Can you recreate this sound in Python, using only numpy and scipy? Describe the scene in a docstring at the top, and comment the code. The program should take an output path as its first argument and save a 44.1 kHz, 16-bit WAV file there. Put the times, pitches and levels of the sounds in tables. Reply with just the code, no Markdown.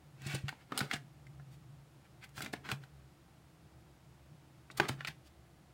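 """Three stiff plastic sleeve pages are turned in a ring binder on a desk, close by, in a quiet room.
Each page slides off the one below, buckles, scuffs along the rings and slaps down. Snaps are sharp
cracks and scuffs are swarms of tiny slips, both coloured by the sheet's resonances and close echoes.
The binder and desk boom softly under the hand and the landing pages, over faint air and hum."""
import sys
import numpy as np
from scipy import signal
from scipy.fft import rfft, irfft
from scipy.io import wavfile

SR = 44100
rng = np.random.default_rng(int(sys.argv[2]) if len(sys.argv) > 2 else 0)


def put_to_file(sound):
    """Save the sound as 16-bit audio at rate SR, in the file named by the first command-line argument."""
    columns = np.atleast_2d(sound).T  # one column per channel
    safe = np.clip(columns, -1, 1)
    whole_steps = np.round(safe * 32767)
    wavfile.write(sys.argv[1], SR, whole_steps.astype(np.int16))


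N = 252693


def amp(db):
    """Decibels to gain."""
    return 10 ** (np.asarray(db) / 20)


def unit(x):
    """Scale to rms 1."""
    return x / np.sqrt(np.mean(x ** 2) + 1e-20)


def read(points, hz):
    """Interpolate a table on a log-frequency axis."""
    points_hz, values = np.transpose(points)
    return np.interp(np.log(hz + 1), np.log(points_hz + 1), values)


def bells(rows, hz):
    """Sum of bell-shaped peaks or dips, in dB."""
    return sum(db / (1 + (2 * (hz - centre_hz) / width_hz) ** 2) for centre_hz, width_hz, db in rows)


def add(mix, start_s, sound):
    """Add a sound to the mix in place."""
    part = mix[max(round(start_s * SR), 0):][:len(sound)]
    part += sound[:len(part)]


def noise(shape):
    """Steady noise of rms 1 with magnitude spectrum shape(hz)."""
    return unit(irfft(rfft(rng.standard_normal(N)) * shape(np.fft.rfftfreq(N, 1 / SR)), N))


def band(centre_hz, width_hz):
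    """Noise in one resonance, rms 1."""
    return noise(lambda hz: 1 / (1 + (2 * (hz - centre_hz) / width_hz) ** 2))


# Still room air. Each row: frequency in Hz, relative spectral density in dB.
AIR_SPECTRUM = [(15, -54), (25, -20), (48, -22), (69, 2.5), (96, -15), (129, 0.5), (246, -16.5), (322, -13),
                (349, -11.5), (378, -19.5), (782, -18.5), (997, -23), (1240, -23), (1620, -26),
                (15500, -40.5)]


def air(level_db=-61.5, hum_hz=316.8, hum_db=-77.5):
    """Faint room noise with a wavering hum."""
    hiss = noise(lambda hz: amp(read(AIR_SPECTRUM, hz)))
    return amp(level_db) * hiss + amp(hum_db) * band(hum_hz, width_hz=28)


# Hand resting and shifting on the binder. Each row: time in seconds, relative level in dB.
HAND_PRESSURE = [(0.0, -65.5), (0.14, -56.5), (0.38, -46), (0.52, -61), (1.21, -56), (1.47, -53.5),
                 (1.64, -51.5), (1.76, -52.5), (2.03, -70.5), (2.6, -59), (2.94, -57.5), (3.38, -79),
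                 (4.02, -67.5), (4.6, -60), (4.82, -55), (4.98, -50), (5.33, -70), (5.73, -85)]


def hand(boom_hz=138, width_hz=24, gain_db=-2, steadiness=0.071):
    """The shifting hand keeps the binder's main mode murmuring; level follows pressure."""
    murmur = band(boom_hz, width_hz)
    murmur = unit(murmur / abs(signal.hilbert(murmur)) ** steadiness)
    times_s, levels_db = np.transpose(HAND_PRESSURE)
    return murmur * amp(gain_db + np.interp(np.arange(N) / SR, times_s, levels_db))


# Plastic sheet. Each row: frequency in Hz, relative spectral density in dB.
SHEET_SPECTRUM = [(40, -81), (120, -7.5), (230, 4.5), (380, -2.5), (500, 5), (660, -1.5), (800, -4.5),
                  (1100, -4.5), (1600, -2.5), (2400, 0), (3600, -4), (6000, -11.5), (10000, -16.5),
                  (16000, -12.5)]
# Sleeve resonances. Each row: centre in Hz, width in Hz, gain in dB.
SLEEVE_RESONANCES = [(773, 70, 7), (1067, 48, 4), (1490, 420, 6), (2200, 99, 1.5), (4620, 220, 3.5)]


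def sheet_response(pitch_hz, focus_db, bass_db, treble_db, fizz_db, sharpness=4, size=2048):
    """Impulse response of the sheet; the bending patch lifts its own pitch by focus_db."""
    hz = abs(np.fft.fftfreq(size, 1 / SR)) + 1
    db = read(SHEET_SPECTRUM, hz) + bells(SLEEVE_RESONANCES, hz)
    db += bells([(514, 91, -11.5)], hz)  # the desk reflection cancels a narrow band
    db += focus_db / (1 + (sharpness * np.log2(hz / pitch_hz)) ** 2)
    db += bass_db * read([(400, 1), (1500, 0)], hz)
    db += treble_db * read([(1500, 0), (4000, 0.5), (9000, 1)], hz)
    db += fizz_db * read([(8000, 0), (14000, 1)], hz)  # top treble, reached only by hard edges
    minimum_phase = np.exp(np.conj(signal.hilbert(np.log(amp(db)))))
    response = np.fft.ifft(minimum_phase).real[:size // 2]
    return response / np.linalg.norm(response)


# Reflections off desk and cover. Each row: delay in seconds, linear gain.
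DESK_ECHOES = [(.0012, .3), (.0028, 0.44), (.0049, .18), (.0083, .14)]


def echoed(x, delay_spread=0.35):
    """Add close echoes, their delays scattered as the page moves; scale to energy 1."""
    out = x.copy()
    for delay_s, gain in DESK_ECHOES:
        add(out, delay_s * np.exp(delay_spread * rng.uniform(-1, 1)), gain * x)
    return out / np.linalg.norm(out)


def scuff(peak_s, db, swell_s, fade_s, response, slips_per_s=7000, spread_db=0.5, size=16384):
    """One friction stroke: tiny uneven slips swell and fade, driving the sheet's response."""
    out, t = np.zeros(N), (np.arange(size) - size // 2) / SR
    heights = amp(spread_db * np.minimum(rng.exponential(1, size), 4))
    heights *= rng.choice([-1, 1], size)
    slips = unit(heights * (rng.random(size) < slips_per_s / SR))
    envelope = np.exp(-abs(t / np.where(t < 0, swell_s, fade_s)) ** 1.79)
    add(out, peak_s + t[0], amp(db) * signal.fftconvolve(slips * envelope, echoed(response)))
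    return out


# Sleeve sliding over its neighbour. Each row: peak time in seconds, level in dB, swell in seconds,
# pitch in Hz, bass in dB, treble in dB.
PAGE_SLIDES = [ (.318, -44.5, 0.07, 2390, -5, 3.5), (0.496, -61.5, 0.064, 2100, -2, 0),
               (0.614, -65, 0.025, 1985, 3, 0), (.745, -52, 0.032, 1120, 10.5, -20),
               (0.807, -44.5, 0.058, 1420, 8.5, -0.5), (.937, -43.5, 0.031, 1730, 0.5, -1),
               (1.535, -66.5, 0.026, 1900, 1, 15), (2.055, -67, .012, 1700, 2, -4),
               (2.238, -53.5, 0.018, 2090, -11, -2), (2.384, -49, 0.024, 1510, 6, 13.5),
               (2.445, -48, .04, 2170, 11, 2), (2.557, -55, 0.021, 2330, -10, -7),
               (2.662, -47, 0.016, 1330, -3, -9), (2.714, -43.5, 0.03, 1320, 4, -0.5),
               (2.836, -63.5, .022, 2000, 2, 3), (4.833, -42.5, 0.042, 1110, 5, -9),
               (4.911, -49, 0.031, 1600, 4, 0.5), (5.012, -56.5, 0.028, 1380, -5, -6),
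               (5.083, -50, 0.029, 1840, -3, -3), (5.269, -65, .02, 5030, -10, 11)]


def slides(focus_db=4, brisk_s=0.02, fade_ratio=0.94):
    """Slow arches of friction; the brisker the slide, the more top treble."""
    out = np.zeros(N)
    for peak_s, db, swell_s, pitch_hz, bass_db, treble_db in PAGE_SLIDES:
        fizz_db = -6 - 2 * np.log2(swell_s / brisk_s)
        response = sheet_response(pitch_hz, focus_db, bass_db, treble_db, fizz_db)
        out += scuff(peak_s, db, swell_s, swell_s * fade_ratio, response)
    return out


def creases(per_slide=3, offset_db=-13, spread_db=7.5, spread_octaves=0.66):
    """Small creases give way in each slide: rows of faint snaps in that slide's colour."""
    rows = []
    for peak_s, slide_db, swell_s, pitch_hz, bass_db, treble_db in PAGE_SLIDES:
        for timing, force, detune in rng.standard_normal((per_slide, 3)):
            start_s = peak_s + 0.5 * swell_s * timing
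            db = slide_db + offset_db + spread_db * force
            rows.append((start_s, db, pitch_hz * 2 ** (spread_octaves * detune), bass_db, treble_db))
    return rows


# Sheet buckling or striking. Each row: start in seconds, level in dB, pitch of the bending patch in Hz,
# bass in dB, treble in dB.
PAGE_SNAPS = [ (0.219, -53, 2090, 19, 17), (0.4828, -37.5, 2920, -4, -6), (.491, -36, 1660, -7, 0.5),
              (0.527, -47, 790, 8, -29), (.721, -34.5, 1160, 6.5, -11), (.7767, -30.5, 11000, -2.5, 9.5),
              (0.7907, -33.5, 4100, 12.5, 21), (.806, -31.5, 1400, -5, 0), (0.8102, -35, 1410, 5, 0),
              (0.9127, -30.5, 2020, -13, -5), (0.9585, -46, 1770, -8, 10), (1.268, -56.5, 2060, -13, 3),
              (1.398, -56, 1660, 6, -30), (2.292, -64.5, 9000, -10, 12), (2.3794, -42, 1570, 10, 1),
              (2.4065, -39, 1520, 11, 5), (2.4467, -47, 4000, -9, 16), (2.4617, -40.5, 2120, 6, 1),
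              (2.5364, -34.5, 2240, 6.5, -17), (2.690, -37.5, 1540, 6, -8), (2.6997, -41, 1360, -11, -10),
              (2.716, -32, 1300, -5.5, 0.5), (2.8374, -54, 1440, 1, 0), (4.7015, -47.5, 2200, 2, -20),
              (4.7993, -21, 970, 1.5, -11), (4.894, -31.5, 1560, 9, -16), (5.0077, -39.5, 1800, -14, -15.5),
              (5.0487, -36, 3030, -12, -8), (5.0731, -37, 1740, -23, 3.5)]


def snaps(ring_db=3.5, t60_s=0.021, focus_db=9.5, level_window_s=0.005, size=4096):
    """A sharp crack, then bending waves that run about the sheet and die fast."""
    out, t = np.zeros(N), np.arange(size) / SR
    for start_s, db, pitch_hz, bass_db, treble_db in PAGE_SNAPS + creases():
        drive = rng.standard_normal(size) * amp(-60 * t / t60_s)
        drive *= amp(ring_db) / np.linalg.norm(drive)
        drive[0] = 1  # the crack
        fizz_db = -7.5 - 0.5 * np.log2(pitch_hz / 2300)
        response = sheet_response(pitch_hz, focus_db, bass_db, treble_db, fizz_db)
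        snap = echoed(signal.fftconvolve(drive, response))
        add(out, start_s, amp(db) * np.sqrt(level_window_s * SR) * snap)
    return out


# Modes of the binder on the desk. Each row: frequency in Hz, relative level in dB, T60 in seconds.
BINDER_MODES = [(116, -40, 0.34), (143, 2, 0.24), (207, 2, 0.068), (348.6, 3, 0.17), (395, 5, 0.15),
                (815, 8, 0.071), (1030, -7, 0.038), (1150, -2, 0.18)]
# Pushes on the binder. Each row: start in seconds, gain in dB, length in seconds,
# mode frequency ratio set by the hand's grip.
BINDER_PUSHES = [(.261, -34.5, 0.0046, 1.01), (0.338, -33.5, 0.0047, 0.94), (0.436, -27, 0.0075, 0.99),
                 (.720, -49, 0.0021, 1.37), (0.812, -35, 0.0042, 1), (0.939, -41.5, 0.0041, 1.03),
                 (2.376, -40, 0.0067, 0.95), (2.429, -44, 0.0046, 1.42), (2.721, -33.5, 0.006, .96),
                 (3.655, -48.5, 0.007, 1), (3.81, -51, 0.0069, 1.04), (4.315, -47, 0.0057, 1.08),
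                 (4.799, -37, .00038, 1.024), (4.896, -31, 0.0063, .97), (5.084, -45, 0.0048, 1.11)]


def thumps(highpass_hz=105):
    """Each push rings the binder; a short one reaches its higher modes too."""
    out, t = np.zeros(N), np.arange(SR // 2) / SR
    for start_s, db, length_s, ratio in BINDER_PUSHES:
        ring = sum(amp(mode_db - 60 * t / t60_s) * np.sin(2 * np.pi * hz * ratio * t)
                   for hz, mode_db, t60_s in BINDER_MODES)
        push = np.sin(np.pi * np.minimum(t / length_s, 1)) ** 2
        add(out, start_s, amp(db) * signal.fftconvolve(push / push.sum(), ring))
    # the binder is too small to radiate deep bass
    return signal.sosfilt(signal.butter(3, highpass_hz, "highpass", fs=SR, output="sos"), out)


# Sleeve catching. Each row: peak time in seconds, level in dB, bass in dB, treble in dB, fizz in dB.
PAGE_CRINKLES = [(0.269, -45.5, 3, 28, -15), (.350, -38, 24, 25.5, -15), (.781, -37, -7, 22, -7),
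                 (.936, -33.5, 4.5, 10.5, -20), (2.243, -56, -23, 13, -3), (2.422, -39.5, -4, 14, -6),
                 (2.533, -41.5, 18, 18, -10), (4.714, -51.5, 23.5, 22, -18), (4.776, -40.5, -11, 21, -6.5),
                 (4.8889, -34.5, 9, 14.5, -11), (5.081, -40.5, -5, 2.5, -7)]


def crinkles(pitch_hz=3900, focus_db=4, swell_s=0.004, fade_s=0.0077):
    """The sleeve catches for an instant: short, bright bursts of friction."""
    out = np.zeros(N)
    for peak_s, db, bass_db, treble_db, fizz_db in PAGE_CRINKLES:
        response = sheet_response(pitch_hz, focus_db, bass_db, treble_db, fizz_db)
        out += scuff(peak_s, db, swell_s, fade_s, response)
    return out


# Room decay. Each row: frequency in Hz, T60 in seconds.
ROOM_T60 = [(150, 0.48), (1000, 0.22), (4000, 0.18), (16000, 0.23)]


def room(x, wet_db=-14, build_s=0.0064, size=256):
    """Add a short diffuse tail whose bass lasts longest."""
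    hz, t, spectra = signal.stft(rng.standard_normal(SR // 2), SR, nperseg=size)
    decay = amp(-60 * t / read(ROOM_T60, hz)[:, None])
    tail = signal.istft(spectra * decay, SR, nperseg=size)[1]
    tail *= 1 - np.exp(-(np.arange(len(tail)) / SR / build_s) ** 2)
    return x + amp(wet_db) * signal.fftconvolve(x, tail / np.linalg.norm(tail))[:N]


def scene():
    """Pages in their room, over the binder's boom and the still air; mono."""
    pages = snaps() + slides() + crinkles()
    return (room(pages) + thumps() + hand() + air())[None]


# Shallow dips in the microphone's response. Each row: centre in Hz, width in Hz, gain in dB.
MICROPHONE_DIPS = [(6050, 370, -2.5), (13250, 1100, -4.5)]


def record(dry, cutoff_hz=15950):
    """Microphone colour, then a steep low-pass."""
    response = amp(bells(MICROPHONE_DIPS, np.fft.rfftfreq(N, 1 / SR)))
    coloured = irfft(rfft(dry) * response, N)
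    lowpass = signal.firwin(511, cutoff_hz, window=("kaiser", 8), fs=SR)
    return signal.oaconvolve(coloured, lowpass[None], "same")


dry = scene()
out = record(dry)
put_to_file(out)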